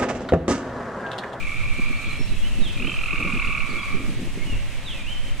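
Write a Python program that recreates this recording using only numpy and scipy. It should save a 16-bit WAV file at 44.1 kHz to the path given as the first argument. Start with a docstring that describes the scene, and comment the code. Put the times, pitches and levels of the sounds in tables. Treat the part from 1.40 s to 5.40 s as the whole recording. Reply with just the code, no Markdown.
"""Frogs trilling by open water.

A near frog sings one trill, a train of tone pulses from its vocal sac; echoes from the bank smear the
trills of farther frogs. Birds whistle and chirp in gliding tones that reverberate among the trees.
Light wind rumbles and flutters on the microphone over a soft hiss and a faint hum."""
import sys
import numpy as np
from scipy import signal
from scipy.fft import rfft, irfft
from scipy.io import wavfile
from scipy.ndimage import uniform_filter1d

SR = 44100
rng = np.random.default_rng(int(sys.argv[2]) if len(sys.argv) > 2 else 0)


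def digitize_waveform(pressure):
    """Quantize a signal to 16-bit integers and store it at the path in sys.argv[1].

    Rows of a 2-D input are taken as channels; values are limited to [-1, 1].
    """
    field = np.atleast_2d(pressure).T
    bounded = np.clip(field, -1, 1)
    quanta = np.round(bounded * 32767).astype(np.int16)
    wavfile.write(sys.argv[1], SR, quanta)


N = 176400
T = np.arange(N) / SR

# Spectra of the hiss and of the wind's three parts (frequency [Hz], relative density [dB])
HISS_SPECTRUM = [(35, -28), (60, -7), (121, -2.5), (167, -10), (242, -9.5), (385, -19.5), (486, -18.5),
                 (559, -14), (722, -20), (954, -20.5), (1150, -20), (1480, -22), (2250, -14.5), (2710, -16),
                 (4630, -27.5), (8680, -30), (15500, -47)]
RUMBLE_SPECTRUM = [(3, 2.5), (12, 3.5), (28, -6.5), (55, -14), (90, -19.5), (160, -31.5), (400, -65),
                   (4000, -120)]
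BUMP_SPECTRUM = [(8, -14), (28, 2.5), (55, -5), (100, -11), (180, -26), (400, -52), (4000, -120)]
BUFFET_SPECTRUM = [(20, -33), (60, -31), (120, -6.5), (180, 0), (260, -1.5), (380, -9), (520, -18),
                   (750, -27), (1500, -50), (5000, -100)]
# Likeness of the hiss in the two channels (frequency [Hz], correlation [1])
HISS_CORRELATION = [(60, 0), (130, 1), (290, 0.73), (1400, 0.77), (3000, 0.69), (4500, 0), (7000, 0.46),
                    (10000, 0.31), (15000, 0)]
# Balance of the hiss (frequency [Hz], left minus right [dB])
HISS_BALANCE = [(100, -4), (1500, -0.5), (6000, -1.1), (15000, -0.5)]
# Envelopes of treble hiss, rumble, twitter and near trill (time [s], relative level [dB])
TREBLE_ENVELOPE = [(0, -1), (.4, .3), (.8, 1), (1.0, 1.5), (1.3, 0.4), (1.8, -0.4), (2.3, 0.8), (2.8, 0.7),
                   (3.3, -0.8), (4, -.3)]
GUST_ENVELOPE = [(0, -25.5), (.18, -25.5), (.24, -23.5), (.45, -22), (.6, -28), (.95, -16.5), (1.1, -21.5),
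                 (1.7, -25.5), (2.08, -22), (2.3, -27.5), (3.07, -25), (3.16, -20.5), (3.26, -26.5),
                 (4, -24)]
TWITTER_ENVELOPE = [(0, -50), (.7, -43.5), (1.1, -47.5), (1.9, -49), (2.35, -44.5), (2.8, -49), (2.95, -62),
                    (4, -53)]
TRILL_ENVELOPE = [(1.376, -26), (1.43, -21), (1.58, -21.5), (1.71, -18.5), (1.88, -20.5), (2.0, -18),
                  (2.13, -18.5), (2.21, -20.5)]
# Deep bumps and short buffets of wind (centre [s], width [s], relative level [dB])
BUMP_PUFFS = [(.28, .06, -30.5), (.93, 0.03, -35), (2.07, 0.045, -33), (3.16, 0.039, -25.5)]
BUFFET_PUFFS = [(0.399, 0.013, -28), (.502, 0.01, -26), (.68, 0.017, -34.5), (0.804, 0.0098, -22),
                (.93, 0.021, -33.5), (1.205, 0.019, -23.5), (1.276, 0.017, -28), (1.455, 0.048, -24),
                (1.74, 0.009, -23.5), (1.812, .012, -24.5), (1.87, 0.027, -24), (1.95, 0.022, -22.5),
                (2.093, 0.0067, -22), (2.2, 0.0067, -32), (2.34, .045, -32), (2.565, 0.024, -24.5),
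                (2.68, 0.062, -27.5), (2.822, 0.042, -24.5), (2.969, 0.018, -25.5), (3.07, 0.065, -32)]
# Bird chirps (start [s], length [s], first pitch [Hz], last pitch [Hz], arch [Hz], relative level [dB])
CHIRP_NOTES = [(0.647, 0.037, 3450, 3210, 50, -44), (.695, 0.028, 4010, 4104, 67, -35.5),
               (.765, 0.038, 4090, 4240, 47, -54), (0.781, 0.085, 5380, 5430, 43, -48),
               (0.828, 0.122, 4090, 3950, 2, -50), (0.962, 0.134, 3280, 3190, 32, -45.5),
               (1.025, 0.057, 2720, 3133, 42, -34.5), (2.296, .036, 4800, 3760, 55, -43),
               (2.38, .03, 3380, 3200, 38, -41), (2.98, 0.024, 2135, 2130, 25, -41.5),
               (3.012, 0.036, 2074, 2120, 135, -32.5), (3.06, 0.1, 2980, 2740, -18, -39.5),
               (3.127, 0.022, 2750, 2610, 22, -35.5)]
# Bird whistles, one curve a note (time [s], pitch [Hz], relative level [dB])
WHISTLE_CURVES = [
    [(1.21, 4080, -47), (1.24, 3690, -39), (1.275, 3155, -36.5), (1.31, 2670, -44.5), (1.38, 2390, -41),
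     (1.43, 2738, -43), (1.48, 3120, -37.5), (1.54, 3120, -45), (1.6, 2960, -53)],
    [(3.44, 4130, -49), (3.465, 3830, -37.5), (3.5, 3244, -33.5), (3.545, 2622, -39), (3.62, 2345, -42.5),
     (3.655, 2574, -38.5), (3.7, 3106, -37), (3.74, 3142, -36), (3.79, 2990, -43)],
    [(3.78, 3144, -57), (3.89, 3080, -44), (3.95, 3130, -54)],
]
# Far trills (start [s], end [s], pulse rate [1/s], pitch [Hz], relative level [dB], swell [s],
# fade [s], gain of the half-pitch partial [dB])
FAR_CALLS = [(-.2, 0.869, 44, 2339, -22.5, .1, 0.21, -3), (.55, 1.5, 41, 2635, -35, 0.29, .2, -7),
             (1.62, 2.745, 43, 2287, -22, 0.13, 0.32, 2.5)]
# Partials of a frog's pulse (ratio to the main pitch [1], relative level [dB])
FAR_PULSE_PARTIALS = [(0.521, -8.5), (1, 1), (1.5, -24)]
NEAR_PULSE_PARTIALS = [(.5, -12.5), (1, -1), (1.5, -25)]

AFTERBEAT_S = 0.0036  # a weaker, higher beat follows each pulse


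def amp(db):
    """Amplitude ratio of a level in decibels."""
    return 10 ** (np.asarray(db) / 20)


def unit(x):
    """Normalisation to rms 1."""
    return x / np.sqrt(np.mean(x ** 2) + 1e-20)


def level_at(envelope, time=T):
    """Linear interpolation of a level in time."""
    return np.interp(time, *np.transpose(envelope))


def log_interp(points, hz):
    """Interpolation on a log-frequency axis."""
    knots_hz, values = np.transpose(points)
    return np.interp(np.log(hz + 1), np.log(knots_hz), values)


def wander(rate_hz):
    """Random modulation: low-passed noise of rms 1."""
    hz = np.fft.rfftfreq(N, 1 / SR)
    return unit(irfft(rfft(rng.standard_normal(N)) * np.exp(-(hz / rate_hz) ** 2), N))


def tone(hz):
    """A sinusoid whose phase is the integral of its frequency."""
    return np.sin(2 * np.pi * np.cumsum(hz) / SR)


def pan(x, left_db):
    """Direction by level difference, left minus right."""
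    return x * amp(np.array([[left_db], [-left_db]]) / 2)


def add(mix, index, sound):
    """Superposition of a sound at the given samples."""
    inside = (index >= 0) & (index < N)
    mix[index[inside]] += sound[inside]


def noise(spectrum, correlation, balance=((1, 0),)):
    """Partial coherence: two channels of coloured noise share a common part."""
    hz = np.fft.rfftfreq(N, 1 / SR)
    common, separate = rfft(rng.standard_normal((2, N)))
    likeness = np.clip(log_interp(correlation, hz), -1, 1)
    tilt = amp(log_interp(balance, hz) / 2)
    right = likeness * common + np.sqrt(1 - likeness ** 2) * separate
    return unit(irfft(np.array([common * tilt, right / tilt]) * amp(log_interp(spectrum, hz)), N))


def echoes(x, t60_s, delay_s, spread):
    """Diffuse scattering from reeds and trees: convolution with decaying noise, at the rms of x."""
    t = np.arange(SR) / SR
    onset = np.clip(t / delay_s - 1, 0, 1)
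    mid, side = rng.standard_normal((2, SR)) * amp(-60 * t / t60_s) * onset
    response = np.array([mid + spread * side, mid - spread * side])
    return unit(signal.fftconvolve(x[None], response, axes=1)[:, :N]) * np.std(x)


def air(hiss_db=-37.5, hum_hz=103.4, hum_db=-46, flicker_db=1.06):
    """Random modulation makes a faint hum waver and the treble of a broadband hiss flicker."""
    hum = tone(hum_hz + 5 * wander(12.6)) * amp(hum_db + 3 * wander(6.8))
    hiss = noise(HISS_SPECTRUM, HISS_CORRELATION, HISS_BALANCE) * amp(hiss_db + 0.5 * wander(10))
    treble = signal.sosfiltfilt(signal.butter(2, 5500, "high", fs=SR, output="sos"), hiss)
    treble_db = level_at(TREBLE_ENVELOPE) + flicker_db * wander(32)
    return hiss + treble * (amp(treble_db) - 1) + hum


def puff_power(puffs):
    """Incoherent addition: bell-shaped puffs sum in power."""
    return sum(amp(db) ** 2 * np.exp(-((T - centre) / width) ** 2) for centre, width, db in puffs)


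def wind(flutter_db=3, lumpy_db=1, lull_db=-41):
    """Pressure fluctuations on the microphone: rumble differs at each port; bumps, buffets are shared."""
    rumble = noise(RUMBLE_SPECTRUM, correlation=[(20, -0.4), (100, -0.55)])
    rumble *= amp(level_at(GUST_ENVELOPE) + lumpy_db * wander(4.8))
    bumps = noise(BUMP_SPECTRUM, correlation=[(20, 0.79), (100, 0.67)]) * np.sqrt(puff_power(BUMP_PUFFS))
    lull_power = amp(lull_db) ** 2 * np.clip((3.2 - T) / 0.084, 0, 1)  # gone by 3.2 s
    buffets = noise(BUFFET_SPECTRUM, correlation=[(100, 1), (300, 0.99)])
    buffets *= np.sqrt(puff_power(BUFFET_PUFFS) + lull_power) * unit(amp(flutter_db * wander(76)))
    return pan(rumble, left_db=-3) + bumps + amp(-6) * buffets


def twitter(centre_hz=3720, spread_hz=460, glide_hz=400, notes_per_s=200, note_s=0.0162):
    """Reverberation blurs many tiny gliding notes of far birds into one band."""
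    dry, count = np.zeros(N), round(notes_per_s * N / SR)
    u = np.linspace(-1, 1, round(note_s * SR))
    for start, offset, slope, strength in zip(rng.random(count) * N, *rng.standard_normal((3, count))):
        pitch = centre_hz + spread_hz * offset + glide_hz * slope * u
        add(dry, int(start) + np.arange(len(u)), amp(1.5 * strength) * (1 - u ** 2) * tone(pitch))
    wet = echoes(dry, t60_s=0.35, delay_s=0.0038, spread=1)
    return unit(wet) * amp(level_at(TWITTER_ENVELOPE) - 4.5)


def chirps(waver=0.007, flicker_db=3):
    """Fast modulation of pitch and level roughens the short, echoing notes of distant birds."""
    dry, drift = np.zeros(N), 1 + waver * wander(175)
    for start, length, first_hz, last_hz, arch_hz, db in CHIRP_NOTES:
        u = np.linspace(0, 1, round(length * SR))
        index = round(start * SR) + np.arange(len(u))
        arch = abs(np.sin(np.pi * u))
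        pitch = (first_hz + (last_hz - first_hz) * u + arch_hz * arch) * drift[index]
        add(dry, index, amp(db) * np.sqrt(arch) * tone(pitch))
    dry *= amp(flicker_db * wander(57))
    wet = echoes(dry, t60_s=0.67, delay_s=0.0025, spread=0.5)
    return pan(amp(0.5) * dry + amp(-3) * wet, left_db=-3.5)


def whistles(waver=0.00898, flicker_db=2):
    """Frequency modulation: a bird's tone swoops down and climbs back, echoing among the trees."""
    dry, drift = np.zeros(N), 1 + waver * wander(86.5)
    for curve in WHISTLE_CURVES:
        times, hz, db = np.transpose(curve)
        pitch = uniform_filter1d(np.interp(T, times, hz), 800) * drift
        gate = np.clip(np.minimum(T - times[0], times[-1] - T) / 0.0086, 0, 1)
        dry += gate * amp(np.interp(T, times, db)) * tone(pitch)
    dry *= amp(flicker_db * wander(41))
    return pan(amp(1) * dry + echoes(dry, t60_s=0.63, delay_s=0.0026, spread=0.46), left_db=-2)


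def sac_pulse(at, hz, partials, stretch=1, sweep_hz_per_s=51000, width_s=0.0021, stray_hz=45):
    """One beat of the vocal sac: a rising linear chirp under a Gaussian envelope."""
    index = round(at * SR) + np.arange(-300, 400)
    t = index / SR - at
    cycles = hz * t + sweep_hz_per_s * t ** 2 / 2
    stray = stray_hz * rng.standard_normal() * t  # detunes only the weaker partials
    chirp = sum(amp(db) * np.sin(2 * np.pi * (ratio * cycles + stray * (db < -2) + rng.random()))
                for ratio, db in partials)
    return index, chirp * np.exp(-(t / (stretch * width_s)) ** 2)


def far_frogs(uneven_db=1.4, jitter_hz=35, jitter_s=0.0022, after_db=-9, after_rise_hz=270):
    """At a distance reflected sound outweighs direct sound and smears the pulses of each trill."""
    out = np.zeros((2, N))
    for start, end, rate, hz, level_db, swell_s, fade_s, half_db in FAR_CALLS:
        dry, times = np.zeros(N), np.arange(start, end, 1 / rate)
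        partials = [(ratio, db + half_db * (ratio < 1)) for ratio, db in FAR_PULSE_PARTIALS]
        for at, (detune, strength, lag) in zip(times, rng.standard_normal((len(times), 3))):
            envelope = min(1, (at - start) / swell_s, (end - at) / fade_s)
            gain = amp(level_db + uneven_db * strength) * envelope
            index, beat = sac_pulse(at + jitter_s * lag, hz + jitter_hz * detune, partials,
                                    stretch=1.08, sweep_hz_per_s=9300)
            add(dry, index, gain * beat)
            index, afterbeat = sac_pulse(at + AFTERBEAT_S, hz + after_rise_hz, partials)
            add(dry, index, gain * amp(after_db) * afterbeat)
        out += amp(-6) * dry + amp(-1) * echoes(dry, t60_s=0.15, delay_s=0.0023, spread=0.28)
    return pan(out, left_db=-2.2)


def near_frog(start_s=1.3771, period_s=0.02362, pulses=35, tiring_s=0.024, pitch_hz=2491,
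              sag_hz_per_s=54, jitter_hz=35, uneven_db=0.25, after_db=-4.5, after_rise_hz=226):
    """A quasi-periodic pulse train is heard as a trill; it swells, sags in pitch and slows with fatigue."""
    dry, k = np.zeros(N), np.arange(pulses)
    times = start_s + k * period_s + tiring_s * (k / k[-1]) ** 4.5
    for at, (detune, weakness, length, after_strength) in zip(times, rng.standard_normal((pulses, 4))):
        hz = pitch_hz - sag_hz_per_s * (at - start_s) + jitter_hz * detune
        level_db = level_at(TRILL_ENVELOPE, at) - uneven_db * weakness
        index, beat = sac_pulse(at, hz, NEAR_PULSE_PARTIALS, stretch=np.exp(0.11 * length))
        add(dry, index, beat * amp(level_db))
        index, afterbeat = sac_pulse(at + AFTERBEAT_S, hz + after_rise_hz, NEAR_PULSE_PARTIALS)
        add(dry, index, afterbeat * amp(level_db + after_db + 2 * after_strength))
    return pan(dry + amp(-5.5) * echoes(dry, t60_s=0.27, delay_s=0.014, spread=0.25), left_db=-3.5)


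def scene():
    """Superposition of frogs, birds, wind and air."""
    return near_frog() + far_frogs() + whistles() + chirps() + twitter() + wind() + air()


def record(dry):
    """Band limiting by a linear-phase low-pass filter at 15720 Hz."""
    lowpass = signal.firwin(511, 15720, window=("kaiser", 9), fs=SR)
    return signal.oaconvolve(dry, lowpass[None], "same")


dry = scene()
out = record(dry)
digitize_waveform(out)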